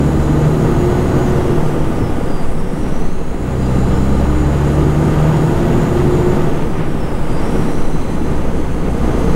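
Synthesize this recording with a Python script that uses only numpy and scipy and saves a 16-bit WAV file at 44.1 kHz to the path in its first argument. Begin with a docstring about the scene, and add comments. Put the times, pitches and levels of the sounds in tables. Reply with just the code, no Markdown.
"""A six-cylinder diesel truck pulls along a country road, heard from the cab.
The engine revs up, eases off for a gear change, pulls again and settles to a cruise.
Its firings drone in the exhaust, boom in the cab and clatter in the block; the fan hums.
The turbo whistles up and down and air hisses in the intake.
Tyres roar, bumps thud and the cab shudders on its mounts."""
import sys
import numpy as np
from scipy import signal
from scipy.fft import rfft, irfft, next_fast_len
from scipy.io import wavfile
from scipy.ndimage import uniform_filter1d

SR = 44100
rng = np.random.default_rng(int(sys.argv[2]) if len(sys.argv) > 2 else 0)


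def pcm_store(signal):
    """Save signal as 16-bit PCM."""
    levels = np.round(np.clip(np.atleast_2d(signal), -1, 1) * 32767)
    wavfile.write(sys.argv[1], SR, levels.astype(np.int16).T)


N = 412335
TIME_S = np.arange(N) / SR
BINS_HZ = np.fft.rfftfreq(N, 1 / SR)

# Engine speed. Each row: time in seconds, firing rate in Hz.
ENGINE_SPEED = [(0, 71.5), (.3, 74), (.8, 80.5), (1, 82.3), (1.2, 83.2), (1.35, 82.5), (2, 71), (2.4, 65),
                (3, 62), (3.4, 62.5), (4, 65.5), (5, 74.5), (5.5, 78.2), (6, 81), (6.35, 82), (7.4, 62.5),
                (8, 60), (9.35, 60.6)]
# Exhaust pulse strength, and the roar that trails it. Each row: time in seconds, dB re full pull.
THROTTLE = [(0, 0), (1.35, -1.5), (1.6, -7.5), (2.05, -12.5), (2.6, -27), (2.85, -5.5), (3.15, -20),
            (3.45, -2.5), (3.7, -0.5), (6.3, -1), (6.55, -12), (7.3, -14), (7.6, -11), (7.95, -15),
            (8.25, -1), (8.7, -2), (9.1, 2.5), (9.35, -1)]
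LOAD = [(0, -1.5), (.5, 0.5), (1.5, 0), (2.3, -7.5), (2.62, -15), (2.85, -9), (3.25, -20), (3.75, -1),
        (4.3, -2.5), (5.1, 2), (6.3, 0), (6.8, -12.5), (7.3, -8), (7.6, 1), (7.95, -11), (8.25, -5.5),
        (8.7, -11), (9.2, 2.5)]
# Level laws. Each: dB at full pull and REF_FIRING_HZ, dB per dB of control, dB per Hz of firing rate.
THROB_LAW, FAN_LAW = (-22.5, 0.57, 0.86), (-19, 0.69, 0)
BOOM_LAW, CLATTER_LAW = (-17, 0.36, 0.092), (-22.5, 0.39, 0.1)
HISS_LAW, SPRAY_LAW = (-44, 0.33, 0.019), (-51.5, 0.37, 0.15)
REF_FIRING_HZ = 82
# Throb partials. Each row: multiple of the four-stroke cycle rate, relative level in dB.
THROB_ORDERS = [(3, -6), (8, -10), (9, -4.5), (10, 2.5), (11, -14), (13, -8.5), (15, -7)]
# Strength of each cylinder in dB, in firing order.
CYLINDERS_DB = [6.5, -2, 6.5, 5.5, 5.5, -1]

# Resonances that the tones sweep through. Each row: centre in Hz, width in Hz, relative peak in dB.
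EXHAUST_MODES = [(59.6, 6, -22.5), (68.9, 7.9, -16), (81.7, 5, -22), (129.4, 4.6, -18.5), (141.4, 7.3, -17),
                 (151.8, 7.3, -13), (196.3, 9.9, -20.5), (238.3, 4.5, -23)]
BURBLE_MODES = [(106, 12, -29)]
FAN_MODES = [(303.9, 8.5, -3), (319.3, 12.6, -2.5), (345, 10, -4), (356.3, 13.3, 0.5)]
WHISTLE_MODES = [(4330, 50, -58), (4805, 100, -48), (5290, 130, -52), (5600, 540, -62), (6170, 160, -56),
                 (6550, 350, -57), (6860, 100, -49), (7100, 60, -49)]
# Cab and engine bay resonances. Each row: centre in Hz, width in Hz, lift in dB.
CAB_MODES = [(156.4, 11.3, 5), (239, 23, 2), (307.3, 7.5, 5.5), (378, 16, 6), (469, 60, 6), (558, 21, 4.5),
             (675, 33, 5), (794, 37, 3), (891, 66, 2.5), (1219, 100, 6.5), (1480, 51, 5.5), (2000, 570, 6),
             (2730, 420, 3.5), (4730, 150, 4.5), (8200, 300, 2.5), (12500, 350, 3)]
# Noise spectra. Each row: frequency in Hz, relative density in dB.
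BOOM_SPECTRUM = [(15, -19), (35, -16), (60, -2), (85, -5), (110, -3.5), (150, 0), (200, -0.5), (300, -2),
                 (400, -7.5), (520, -14), (800, -50), (2000, -66)]
CLATTER_SPECTRUM = [(150, -35), (350, -1), (480, 0.5), (620, -1), (900, -1.5), (1080, -6.5), (1400, -10),
                    (1750, -16), (2400, -22.5), (3200, -20.5), (4400, -29), (6000, -29.5), (9000, -51),
                    (16000, -58)]
HISS_SPECTRUM = [(1500, -4.5), (3000, -4), (4500, -2.5), (5800, -2), (7200, 2), (8400, 0.5), (10000, -1.5),
                 (11500, -5), (12700, -18), (15600, -28)]
SPRAY_SPECTRUM = [(6000, -20), (10500, -4), (12500, 2), (14000, -1), (15600, -5.5)]
TYRE_SPECTRUM = [(40, -20), (110, -0.5), (155, 19), (220, 9), (400, 1.5), (850, -4.5), (1500, -10),
                 (2300, -12.5), (3400, -21), (5000, -33), (12000, -59)]
THUD_SPECTRUM = [(20, -5), (45, 2), (170, -3), (330, -7), (700, -25), (2000, -45), (8000, -90)]
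SWAY_SPECTRUM = [(1, -5), (5, -6), (10, 5), (16, 4.5), (25, -3), (40, -30), (80, -46), (300, -78)]

# Turbo speed, rising under load. Each row: time in seconds, whistle pitch in Hz.
TURBO_SPEED = [(0, 5700), (.45, 6200), (1.05, 6780), (1.3, 6860), (1.6, 6300), (2.05, 5280), (2.36, 4780),
               (3.1, 4300), (3.55, 4680), (4.58, 6180), (5.2, 6760), (5.95, 7180), (6.36, 7090),
               (6.63, 6200), (7.06, 5270), (7.34, 4820), (8, 4390), (9.35, 4340)]
# Intake air. Each row: time in seconds, breathy pitch in Hz, its gain in dB, duct tone level in dB.
INTAKE_AIR = [(0, 6940, -48, -52), (1.15, 6690, -49.5, -53), (1.55, 5360, -59, -61), (1.8, 5200, -70, -64),
              (2.4, 5100, -68, -68), (2.55, 5280, -57, -70), (3.0, 6000, -51, -54), (3.4, 6900, -56, -58),
              (3.85, 7000, -48.5, -48.5), (5, 6820, -50, -56), (6.25, 6870, -51, -54),
              (6.6, 6000, -68, -65), (7.28, 5200, -68, -69), (7.42, 5450, -50, -57), (7.95, 6100, -51, -49),
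              (8.8, 6350, -57, -64), (9.35, 6300, -48, -49)]
# Air escaping after the turbo winds down. Each row: peak time in seconds, width in seconds, level in dB.
AIR_RUSHES = [(2.6, 0.88, -52.5), (7.7, 0.71, -48.5)]

# Tyre roar, growing with road speed. Each row: time in seconds, level in dB.
TYRE_LEVEL = [(0, -30), (2.5, -30), (7, -26.5), (9.35, -25)]
# Body modes shaken by the road. Each row: centre in Hz, width in Hz, relative level in dB.
BODY_MODES = [(24, 10, -26), (51.5, 8.6, -30.5), (91.9, 18.5, -33.5)]
# Road bumps. Each row: start in seconds, peak level in dB, length in seconds (twice the rise time).
BUMPS = [(1.996, -13.5, 0.035), (7.294, -17, 0.045), (7.58, -22, 0.045)]
# Uneven stretches of road. Each row: peak time in seconds, width in seconds, shudder level in dB.
UNDULATIONS = [(1.65, .4, -13.5), (2.43, 0.39, -10), (3.06, 0.28, -11), (4.1, 0.45, -16.5), (5.65, .7, -26),
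               (6.6, 0.56, -13.5), (7.294, 0.31, -12.5), (7.82, 0.29, -11), (8.45, 0.44, -12.5),
               (9.3, 0.37, -12.5)]


def exhaust(firings):
    """The firing note and two overtones swell across resonances; unequal cylinders add a throb."""
    firing_hz, = curves(ENGINE_SPEED)
    throttle_db, = curves(THROTTLE)
    drone = 0
    for k in (1, 2, 3):
        resonance_db = humps_db(k * firing_hz, EXHAUST_MODES, floor_db=-34)
        drone += tone(k * firings, throttle_db + resonance_db, waver_db=0.4, slip_rad=0.08)
    cycles = firings / len(CYLINDERS_DB)
    throb_db = effort_db(THROB_LAW, THROTTLE)
    throb = sum(tone(k * cycles, throb_db + db, waver_db=1.2, slip_rad=0.15) for k, db in THROB_ORDERS)
    return drone + throb


def burble(firings):
    """As the revs fall the wheels drive the engine; the exhaust burbles at 1.5 times the firing rate."""
    firing_hz, = curves(ENGINE_SPEED)
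    overrun = uniform_filter1d(slowing(firing_hz, full_hz_per_s=14), size=SR // 10)
    level_db = humps_db(1.5 * firing_hz, BURBLE_MODES, floor_db=-35)
    return overrun * tone(1.5 * firings, level_db, waver_db=2, slip_rad=0.4)


def combustion(firings, pulse_depth, repeat_share):
    """Noise that swells once a firing; a share of its power repeats every four-stroke cycle."""
    cylinders = len(CYLINDERS_DB)
    bursts = gain_of(CYLINDERS_DB)[firings.astype(int) % cylinders] * np.sin(np.pi * (firings % 1))
    pattern = rng.standard_normal(4096)
    repeating = pattern[(firings / cylinders % 1 * len(pattern)).astype(int)]
    noise = np.sqrt(repeat_share) * repeating + np.sqrt(1 - repeat_share) * rng.standard_normal(N)
    return (1 + pulse_depth * bursts) * noise


def engine_roar(firings):
    """Firings shake the cab (boom), knock in the block (clatter) and ripple the air (hiss)."""
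    cab_db = sum(db / (1 + (2 * (BINS_HZ - hz) / width_hz) ** 2) for hz, width_hz, db in CAB_MODES)
    boom = coloured(combustion(firings, pulse_depth=0.4, repeat_share=0.15), BOOM_SPECTRUM, cab_db)
    clatter = coloured(combustion(firings, pulse_depth=0.12, repeat_share=0.31), CLATTER_SPECTRUM, cab_db)
    hiss = coloured(combustion(firings, pulse_depth=0.076, repeat_share=0.089), HISS_SPECTRUM, cab_db)
    spray = coloured(rng.standard_normal(N), SPRAY_SPECTRUM, cab_db)  # fine, unpulsed air noise
    return (gain_of(effort_db(BOOM_LAW, LOAD) + 0.73 * drift(12)) * boom
            + gain_of(effort_db(CLATTER_LAW, LOAD) + 0.58 * drift(12)) * clatter
            + gain_of(effort_db(HISS_LAW, LOAD) + 0.64 * drift(35)) * hiss
            + gain_of(effort_db(SPRAY_LAW, LOAD) + 0.6 * drift(35)) * spray)


def fan(firings, blades_per_firing=4.378):
    """The belt-driven fan hums in step with the engine, louder with throttle and on a resonance."""
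    blade_hz = blades_per_firing * curves(ENGINE_SPEED)[0]
    level_db = effort_db(FAN_LAW, THROTTLE) + humps_db(blade_hz, FAN_MODES, floor_db=-18)
    return tone(blades_per_firing * firings, level_db, waver_db=2, slip_rad=0.2)


def turbo():
    """Compressor blades whistle, louder on pipework resonances and while coasting down."""
    hz, = curves(TURBO_SPEED)
    turns = np.cumsum(hz * (1 + 0.0015 * drift(160))) / SR
    whistle = 0.71 * tone(turns, 0, waver_db=2, slip_rad=0.57) + 0.55 * breathy(hz, width_hz=58)
    coast_db = 2.5 * slowing(hz, full_hz_per_s=1500)
    whistle_db = humps_db(hz, WHISTLE_MODES, floor_db=-65) + coast_db
    octave_db = -62 + 110 * np.log10(hz / hz.max())  # only near full boost
    return gain_of(whistle_db) * whistle + gain_of(octave_db) * breathy(2 * hz, width_hz=230)


def intake():
    """Drawn air sings in the intake and, lower, in the duct."""
    air_hz, air_db, duct_db = curves(INTAKE_AIR)
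    air = 1.1 * gain_of(air_db + 1.2 * drift(22)) * breathy(air_hz, width_hz=600)
    duct = gain_of(duct_db) * breathy(hz=4025, width_hz=270)
    return air + duct


def air_rush():
    """A wide band of escaping air swells twice, once the turbo has wound down."""
    level_db = humps_db(TIME_S, AIR_RUSHES, floor_db=-56) + 1.4 * drift(35)
    return gain_of(level_db) * breathy(hz=8790, width_hz=3500)


def road():
    """Tyres roar, the rough road shakes the body's low modes, and single bumps thud."""
    tyre_db = curves(TYRE_LEVEL)[0] + 1.9 * drift(16)
    tyres = gain_of(tyre_db) * coloured(rng.standard_normal(N), TYRE_SPECTRUM)
    shake = sum(gain_of(db) * breathy(hz, width_hz) for hz, width_hz, db in BODY_MODES)
    strain = gain_of(2.1 + 0.14 * curves(LOAD)[0])  # more shake while the engine pulls
    jolts = np.zeros(N)
    for start_s, db, length_s in BUMPS:
        age = 2 * np.maximum(TIME_S - start_s, 0) / length_s
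        jolts += gain_of(db) * age * np.exp(1 - age)
    thuds = jolts * coloured(rng.standard_normal(N), THUD_SPECTRUM)
    return tyres + strain * shake + thuds


def shudder(rock_hz=10.6):
    """Uneven road rocks the cab on its mounts, over a looser sway."""
    rocking = tone(rock_hz * TIME_S, 0, waver_db=0.5, slip_rad=0.48)
    sway = coloured(rng.standard_normal(N), SWAY_SPECTRUM)
    return gain_of(humps_db(TIME_S, UNDULATIONS, floor_db=-30)) * unit_rms(rocking + 0.5 * sway)


def whine(hz=15661):
    """A very faint high whine."""
    return tone(hz * TIME_S, level_db=-71, waver_db=2.5, slip_rad=0.4)


def gain_of(db):
    """Decibels to an amplitude factor."""
    return 10 ** (np.asarray(db) / 20)


def unit_rms(x):
    """Scales to rms 1."""
    return x / np.sqrt(np.mean(x ** 2) + 1e-20)


def curves(rows):
    """Each column after the time column, interpolated to every sample."""
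    times_s, *columns = np.transpose(rows)
    return [np.interp(TIME_S, times_s, column) for column in columns]


def effort_db(law, control):
    """Level of a layer from its control table and the engine speed."""
    full_db, db_per_db, db_per_hz = law
    offset_hz = curves(ENGINE_SPEED)[0] - REF_FIRING_HZ
    return full_db + db_per_db * curves(control)[0] + db_per_hz * offset_hz


def humps_db(x, rows, floor_db):
    """Level along x of bell-shaped peaks (centre, half-power width, dB) over a floor."""
    power = sum(gain_of(db) ** 2 * 0.5 ** ((2 * (x - centre) / width) ** 2) for centre, width, db in rows)
    return 10 * np.log10(power + gain_of(floor_db) ** 2)


def slowing(hz, full_hz_per_s):
    """How fast a frequency curve falls, 0 to 1."""
    return np.clip(-np.gradient(hz) * SR / full_hz_per_s, 0, 1)


def drift(rate_hz):
    """Random curve of rms 1 with rate_hz knots a second."""
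    knots = rng.standard_normal(N // 32)
    return unit_rms(np.interp(TIME_S * rate_hz, np.arange(len(knots)), knots))


def tone(turns, level_db, waver_db, slip_rad):
    """A sine that wavers in level and slips in phase."""
    amplitude = np.sqrt(2) * gain_of(level_db + waver_db * drift(14))
    return amplitude * np.sin(2 * np.pi * (turns + rng.random()) + slip_rad * drift(11))


def breathy(hz, width_hz):
    """Noise of rms 1 in a resonance at hz, a number or a curve."""
    pole = np.exp(-np.pi * width_hz / SR)
    noise = rng.standard_normal(N) + 1j * rng.standard_normal(N)
    baseband = signal.lfilter([1], [1, -2 * pole, pole * pole], noise)
    carrier = np.exp(2j * np.pi * np.cumsum(hz * np.ones(N)) / SR)
    return unit_rms((baseband * carrier).real)


def coloured(x, spectrum, lift_db=0):
    """Filters x by a spectrum plus lift_db, then scales to rms 1."""
    hz, db = np.transpose(spectrum)
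    shape = gain_of(np.interp(np.log(BINS_HZ + 1), np.log(hz + 1), db) + lift_db)
    size = next_fast_len(N)
    response = np.interp(np.fft.rfftfreq(size, 1 / SR), BINS_HZ, shape)
    return unit_rms(irfft(rfft(x, size) * response, size)[:N])


def scene():
    """Engine, air, road and cab, in mono."""
    firing_hz = curves(ENGINE_SPEED)[0] * (1 + 0.002 * drift(18))
    firings = np.cumsum(firing_hz) / SR  # running count
    high_whine = whine()
    engine = exhaust(firings) + burble(firings) + fan(firings) + engine_roar(firings)
    air = turbo() + intake() + air_rush()
    return (engine + air + road() + shudder() + high_whine)[None]


def record(dry, ceiling=0.95, cutoff_hz=15750):
    """Soft clip, then low-pass."""
    rounded = dry / (1 + (abs(dry) / ceiling) ** 8) ** (1 / 8)
    lowpass = signal.firwin(1023, cutoff_hz, window=("kaiser", 9), fs=SR)
    return signal.oaconvolve(rounded, lowpass[None], "same")


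dry = scene()
out = record(dry)
pcm_store(out)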